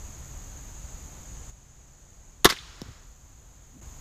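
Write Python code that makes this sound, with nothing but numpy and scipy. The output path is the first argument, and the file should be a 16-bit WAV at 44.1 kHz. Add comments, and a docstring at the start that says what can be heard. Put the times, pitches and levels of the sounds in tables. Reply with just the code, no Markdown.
"""A mown field with trees behind: a crossbow is fired, heard from its stock.
The latch snaps, the string slams into its stops, the frame rattles: decaying noise and struck damped modes.
The trees echo as diffuse noise; the bolt thuds into a far bag as a falling tone with noise.
Crickets and a katydid, trilled noise bands, sing over a low rumble and a faint hum; hands shift late.
The whole level steps down before the shot, dips briefly late on and steps up again."""
import sys
import numpy as np
from scipy import signal
from scipy.fft import rfft, irfft, next_fast_len
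from scipy.io import wavfile

SR = 44100
rng = np.random.default_rng(int(sys.argv[2]) if len(sys.argv) > 2 else 0)


def store_pcm(level_fs):
    """Save levels as 16-bit WAV."""
    pcm = np.round(np.clip(level_fs, -1, 1) * 32767).astype(np.int16)
    wavfile.write(sys.argv[1], SR, np.atleast_2d(pcm).T)


N = 176708
T = np.arange(N) / SR

# Blows on the bow: the latch slips and lets go, the string slams into its stops and bounces,
# then swings back and rattles. Each row: start in seconds, strength in dB, struck part in Hz,
# snap in dB re strength, thump into the stock in dB re strength.
BLOWS = [(2.4448, -29, 3970, -8, -20.5), (2.4463, -13.5, 3750, 9, -27), (2.4535, -8.5, 2020, 5.5, 2.5),
         (2.4580, -18.5, 3570, -9, -4.5), (2.4893, -33, 1303, -11, -23.5), (2.4919, -25.5, 3730, -11, -27),
         (2.4996, -21.5, 5040, -7, -21), (2.5062, -27.5, 5200, -2, -4.5), (2.5231, -30, 2140, -11, -4)]
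# Modes of the limbs, rail and cams. Each row: frequency in Hz, level in dB, t60 in seconds, capped in ring().
FRAME_MODES = [(1055, -1.5, 0.085), (1122, 1.5, 0.078), (1234, 2.5, 0.078), (1330, 2.5, 0.067),
               (1445, -5, 0.054), (1695, -3, 0.053), (1940, -4, 0.038), (2070, -3, 0.045),
               (3160, -11, .045), (3484, -8, 0.069), (3730, -11.5, .045), (3660, -9.5, 0.03),
               (3980, -10.5, .045), (4320, -9, .05), (4770, -13.5, .07), (4800, -11.5, 0.083)]
# Low modes of the stock and string stops. Each row: frequency in Hz, level in dB, t60 in seconds.
STOCK_MODES = [(57.95, -14.5, 0.051), (180, -12.5, 0.014), (299, -4, 0.019), (377.5, 3.5, .046),
               (480, -7, .03), (697, -9, .04)]
# Short rings after the blows: the frame's lingering 1143 Hz tone, then three small late ticks.
# Each row: start in seconds, level in dB, pitch in Hz.
LATE_RINGS = [(2.4729, -25, 1143), (2.5646, -44, 2860), (2.5712, -40, 2130), (2.5875, -37, 3580)]

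# Relative noise spectra. Each row: frequency in Hz, density in dB per Hz.
# Clatter of the bow after a blow, columns as above.
CLATTER_SPECTRUM = [(100, -24), (600, -16), (850, -7.5), (1200, -2), (2100, 2.5), (2500, -11), (3500, 1),
                    (5000, -6), (6500, -8), (8000, -15), (14000, -22.5), (16000, -27)]
# Bright snap of a blow, columns as above.
SNAP_SPECTRUM = [(500, -15), (3000, -6), (5500, 1.5), (8000, -7), (9500, -2.5), (10800, 1.5), (12500, -3.5),
                 (14500, -9.5), (16000, -19.5)]
# Dull, padded blow, columns as above.
THUMP_SPECTRUM = [(40, -7), (80, 0), (130, -6.5), (200, -1.5), (350, 2.5), (480, -9.5), (600, -15),
                  (1200, -38.5)]
# Shot scattered by the grass, columns as above.
GRASS_SPECTRUM = [(100, -3), (600, -9), (1200, 0), (2400, -1.5), (3300, 3), (6300, -4), (8000, -12.5),
                  (11000, -20), (15000, -27)]
# Shot returned by the tree line, columns as above.
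TREES_SPECTRUM = [(100, -4.5), (700, -3), (1250, 4), (2500, -3.5), (5500, -4), (8000, -18), (14000, -37)]
# Outdoor rumble and hiss, columns as above.
AIR_SPECTRUM = [(15, -11.5), (30, 1.5), (62, 0), (90, -7.5), (130, -12.5), (200, -18.5), (380, -25.5),
                (850, -26.5), (1500, -30.5), (2600, -35), (5500, -36.5), (9000, -42.5), (15000, -44.5)]
# Cricket chorus, columns as above.
CRICKET_SPECTRUM = [(5000, -47.5), (5750, -24), (6040, -5), (6170, -8.5), (6400, 0), (6600, -3), (6730, 2),
                    (6900, -2), (7080, -3), (7500, -9.5), (8000, -13), (8600, -27.5), (10000, -46)]
# Katydid buzz, columns as above.
KATYDID_SPECTRUM = [(10000, -35), (11800, -8), (12500, 0), (13000, 0), (13400, -1.5), (13900, -5.5),
                    (14300, -15), (15500, -23)]
# Bolt piercing the bag cover, columns as above.
PIERCE_SPECTRUM = [(300, 3), (700, 5), (1300, -21), (2400, -15), (3300, 1), (4200, -9), (5500, 9),
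                   (6400, -7.5), (8000, -26), (11000, -20), (15000, -32)]
# Woods answering the hit, columns as above.
WOODS_SPECTRUM = [(30, -11), (80, 4.5), (200, -2), (330, -10.5), (600, -21), (2000, -43)]

# Harmonics of the far hum, first and second. Each entry: level in dB.
HUM_HARMONICS_DB = [0.5, -12.5]
# Katydid phrases. Each row: middle of the fade in, middle of the fade out, both in seconds.
PHRASES = [(-.2, 1.3), (2.76, 4.3)]
# Steps of the whole level. Each row: start in seconds, new level in dB, ramp in seconds.
STEPS = [(1.497, 0, .018), (3.811, 6.3, .004)]

SNAP_T60_S, PART_T60_S = .0068, .035
# for the hardest blow; per dB below it the frame rings less and the clatter lasts longer
FRAME_HARDEST_DB, FRAME_LOSS_DB_PER_DB = -3, .4
CLATTER_DB, CLATTER_HARDEST_T60_S, LOOSENING_S_PER_DB = 1, .041, .0013
DAMPED_T60_MAX_S = .07
SHUDDER_DB, SHUDDER_T60_S = -4.5, .055  # dB re the stock's ring
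LATE_T60_S, LATE_TICK_DB, LATE_BUZZ_DB = .026, -15.5, -1.5  # dB re the late ring's tone
HIT_S = 2.8172
KATYDID_NOISE_DB, PHRASE_FADE_S = -86, .25
START_DB = 9
DIP_S, DIP_WIDTH_S, DIP_DB = 3.810, .002, -12
CEILING = .85  # share of full scale
TOP_HZ = 15300


def undb(db):
    """Decibels to amplitude gain."""
    return 10 ** (np.asarray(db) / 20)


def noise(spectrum):
    """Noise of rms 1, coloured by a spectrum interpolated over log frequency."""
    hz, db = np.transpose(spectrum)
    size = next_fast_len(N)
    bins_hz = np.maximum(np.fft.rfftfreq(size, 1 / SR), 1)
    gain = undb(np.interp(np.log(bins_hz), np.log(hz), db))
    y = irfft(rfft(rng.standard_normal(size)) * gain, size)[:N]
    return y / y.std()


def fade(start_s, t60_s):
    """Sudden onset, then exponential decay by 60 dB in t60."""
    return (T >= start_s) * np.exp(-np.log(1000) * np.maximum(T - start_s, 0) / t60_s)


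def swell(centre_s, width_s):
    """Gaussian rise and fall."""
    return np.exp(-.5 * ((T - centre_s) / width_s) ** 2)


def ramp(start_s, length_s):
    """Straight rise from 0 to 1."""
    return np.clip((T - start_s) / length_s, 0, 1)


def walk(rate_hz):
    """Random drift: straight lines between normal random knots."""
    knots = rng.standard_normal(256)
    return np.interp(T * rate_hz, np.arange(len(knots)), knots)


def ring(modes, start_s, scatter_db, signed=False):
    """Damped modes struck at one moment; the point of contact weights each of them anew."""
    hz, db, t60_s = np.transpose(modes)[:, :, None]
    t60_s = np.minimum(t60_s, DAMPED_T60_MAX_S)  # no mode rings longer than DAMPED_T60_MAX_S
    t = T[:SR // 4]
    chance = rng.standard_normal((2, len(hz), 1))
    gain = undb(db + scatter_db * chance[0])
    if signed:
        gain = gain * np.sign(chance[1])
    decay = np.exp(-np.log(1000) * t / t60_s)
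    tone = np.sum(gain * np.sin(2 * np.pi * hz * t) * decay, axis=0)
    initial_rms = np.sqrt(np.sum(gain ** 2) / 2)
    return np.interp(T - start_s, t, tone, left=0, right=0) / initial_rms


def rough_tone(hz):
    """Rough tone: noise peaked at one pitch."""
    return noise([(hz / 2, -40), (hz / 1.4, -12), (hz, 0), (hz * 1.2, -12), (hz * 2, -40)])


def scatter(sound, arrival):
    """Level of a diffuse echo: countless paths add in power, spread over the arrival times."""
    power = signal.fftconvolve(sound ** 2, arrival ** 2)[:N]
    return np.sqrt(np.maximum(power, 0))


def crickets(count=8):
    """Far crickets, each trilling at its own wing rate, merge into one shimmering band."""
    chorus = 0
    for wing_hz in rng.uniform(35, 210, count):
        turns = np.cumsum(wing_hz * (1 + .04 * walk(rate_hz=5))) / SR
        trill = 1 + .27 * np.sin(2 * np.pi * turns)
        chorus = chorus + noise(CRICKET_SPECTRUM) * trill * undb(1.3 * walk(rate_hz=3.3))
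    return undb(-59.5) * chorus / chorus.std()


def katydid():
    """High buzz in phrases that fade in and out, swelling on every wing stroke."""
    mean_wing_hz = 43.1
    turns = np.cumsum(mean_wing_hz * (1 + .011 * walk(rate_hz=6))) / SR
    strokes = (1 + .55 * np.sin(2 * np.pi * turns)) * undb(1.5 * walk(rate_hz=25))
    effort = 0
    for start_s, end_s in PHRASES:
        fade_in = ramp(start_s - PHRASE_FADE_S / 2, PHRASE_FADE_S)
        ended = ramp(end_s - PHRASE_FADE_S / 2, PHRASE_FADE_S)
        effort = effort + fade_in - ended
    return undb(KATYDID_NOISE_DB) * effort * noise(KATYDID_SPECTRUM) * strokes / strokes.std()


def air():
    """Low outdoor rumble under a smooth distant hiss: one noise with a slightly wavering level."""
    return undb(-51.0) * noise(AIR_SPECTRUM) * undb(.297 * walk(rate_hz=2.2))


def hum():
    """Faint far hum: two harmonics, wavering in pitch and level."""
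    mean_hz = 135
    turns = np.cumsum(mean_hz * (1 + .008 * walk(rate_hz=5.1))) / SR
    tone = 0
    for harmonic, db in enumerate(HUM_HARMONICS_DB, start=1):
        tone = tone + undb(db) * np.sin(2 * np.pi * harmonic * turns)
    return undb(-64.0) * tone * undb(1.5 * walk(rate_hz=7.1))


def crossbow():
    """Each blow gives a bright snap, the struck part's clack, a clatter, the frame's ring and the stock's thump."""
    snap_noise, clatter_noise, shudder_noise = noise(SNAP_SPECTRUM), noise(CLATTER_SPECTRUM), noise(THUMP_SPECTRUM)
    hardest_db = max(row[1] for row in BLOWS)
    out = 0
    for start_s, db, part_hz, snap_db, thump_db in BLOWS:
        shift = rng.integers(N)  # fresh stretch of each noise
        softer_db = hardest_db - db
        snap = undb(snap_db) * fade(start_s, SNAP_T60_S) * np.roll(snap_noise, shift)
        clack = fade(start_s, PART_T60_S) * rough_tone(part_hz)
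        clatter_t60_s = CLATTER_HARDEST_T60_S + LOOSENING_S_PER_DB * softer_db
        clatter = undb(CLATTER_DB) * fade(start_s, clatter_t60_s) * np.roll(clatter_noise, shift)
        frame_db = FRAME_HARDEST_DB - FRAME_LOSS_DB_PER_DB * softer_db
        frame = undb(frame_db) * ring(FRAME_MODES, start_s, scatter_db=1.0, signed=True)
        # the stock rings low while the rubber stops shudder
        shudder = undb(SHUDDER_DB) * fade(start_s, SHUDDER_T60_S) * np.roll(shudder_noise, shift)
        thump = ring(STOCK_MODES, start_s, scatter_db=3.5) + shudder
        out = out + undb(db) * (snap + clack + clatter + frame + undb(thump_db) * thump)
    return out


def field(shot):
    """The grass scatters the shot back almost at once; the tree line answers later and duller."""
    grass = undb(-61.0) * noise(GRASS_SPECTRUM) * scatter(shot, fade(.02, t60_s=.9))
    trees = undb(-74.5) * noise(TREES_SPECTRUM) * scatter(shot, swell(centre_s=.33, width_s=.17))
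    return grass + trees


def late_rings():
    """Each gives a tick, a short tone and a buzz."""
    out = 0
    for start_s, db, hz in LATE_RINGS:
        tick = undb(LATE_TICK_DB) * fade(start_s, SNAP_T60_S) * noise(SNAP_SPECTRUM)
        tone = ring([(hz, 0, LATE_T60_S)], start_s, scatter_db=1)
        buzz = undb(LATE_BUZZ_DB) * fade(start_s, LATE_T60_S) * rough_tone(hz)
        out = out + undb(db) * (tick + tone + buzz)
    return out


def target():
    """The bolt ticks through the cover and thuds into the filling; the woods behind rumble in reply."""
    tick = undb(-32) * noise(PIERCE_SPECTRUM) * fade(HIT_S, t60_s=.008)
    # the pitch of the thud falls as the filling crumples and slows the bolt
    age_s = np.maximum(T - HIT_S, 0)
    start_hz, end_hz, braking_s, push_s = 360, 90, .0052, .0054
    hz = end_hz + (start_hz - end_hz) * np.exp(-age_s / braking_s)
    turns = np.cumsum(hz * (age_s > 0)) / SR
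    push = np.sqrt(age_s / push_s) * np.exp(-age_s / push_s)
    thud = undb(-22.5) * np.sin(2 * np.pi * turns)
    crumple = undb(-35.5) * noise(THUMP_SPECTRUM)
    woods = undb(-44.5) * noise(WOODS_SPECTRUM) * swell(centre_s=2.883, width_s=.022)
    return tick + push * (thud + crumple) + woods


def grip():
    """The hands shift softly on the stock after the shot: a brief swell of low noise."""
    rub = noise([(80, -25.5), (190, -3.5), (280, -4.5), (380, -20.0), (900, -46.0)])  # Hz, dB per Hz
    return undb(-51.5) * rub * swell(centre_s=3.775, width_s=.02)


def scene():
    """The shot, its echo and the hit over the summer field."""
    shot = crossbow() + late_rings()
    background = crickets() + katydid() + air() + hum()
    return (background + shot + field(shot) + target() + grip())[None]


def record(dry):
    """The level steps and dips, the crack overloads the microphone and the top is cut."""
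    level_db = START_DB
    for start_s, new_db, ramp_s in STEPS:
        level_db = level_db + (new_db - level_db) * ramp(start_s, ramp_s)
    gain = undb(level_db + DIP_DB * swell(DIP_S, DIP_WIDTH_S))
    clipped = np.clip(dry * gain, -CEILING, CEILING)
    low_pass = signal.ellip(12, .2, 80, TOP_HZ, fs=SR, output="sos")  # .2 dB ripple, 80 dB stop
    return signal.sosfilt(low_pass, clipped)


dry = scene()
out = record(dry)
store_pcm(out)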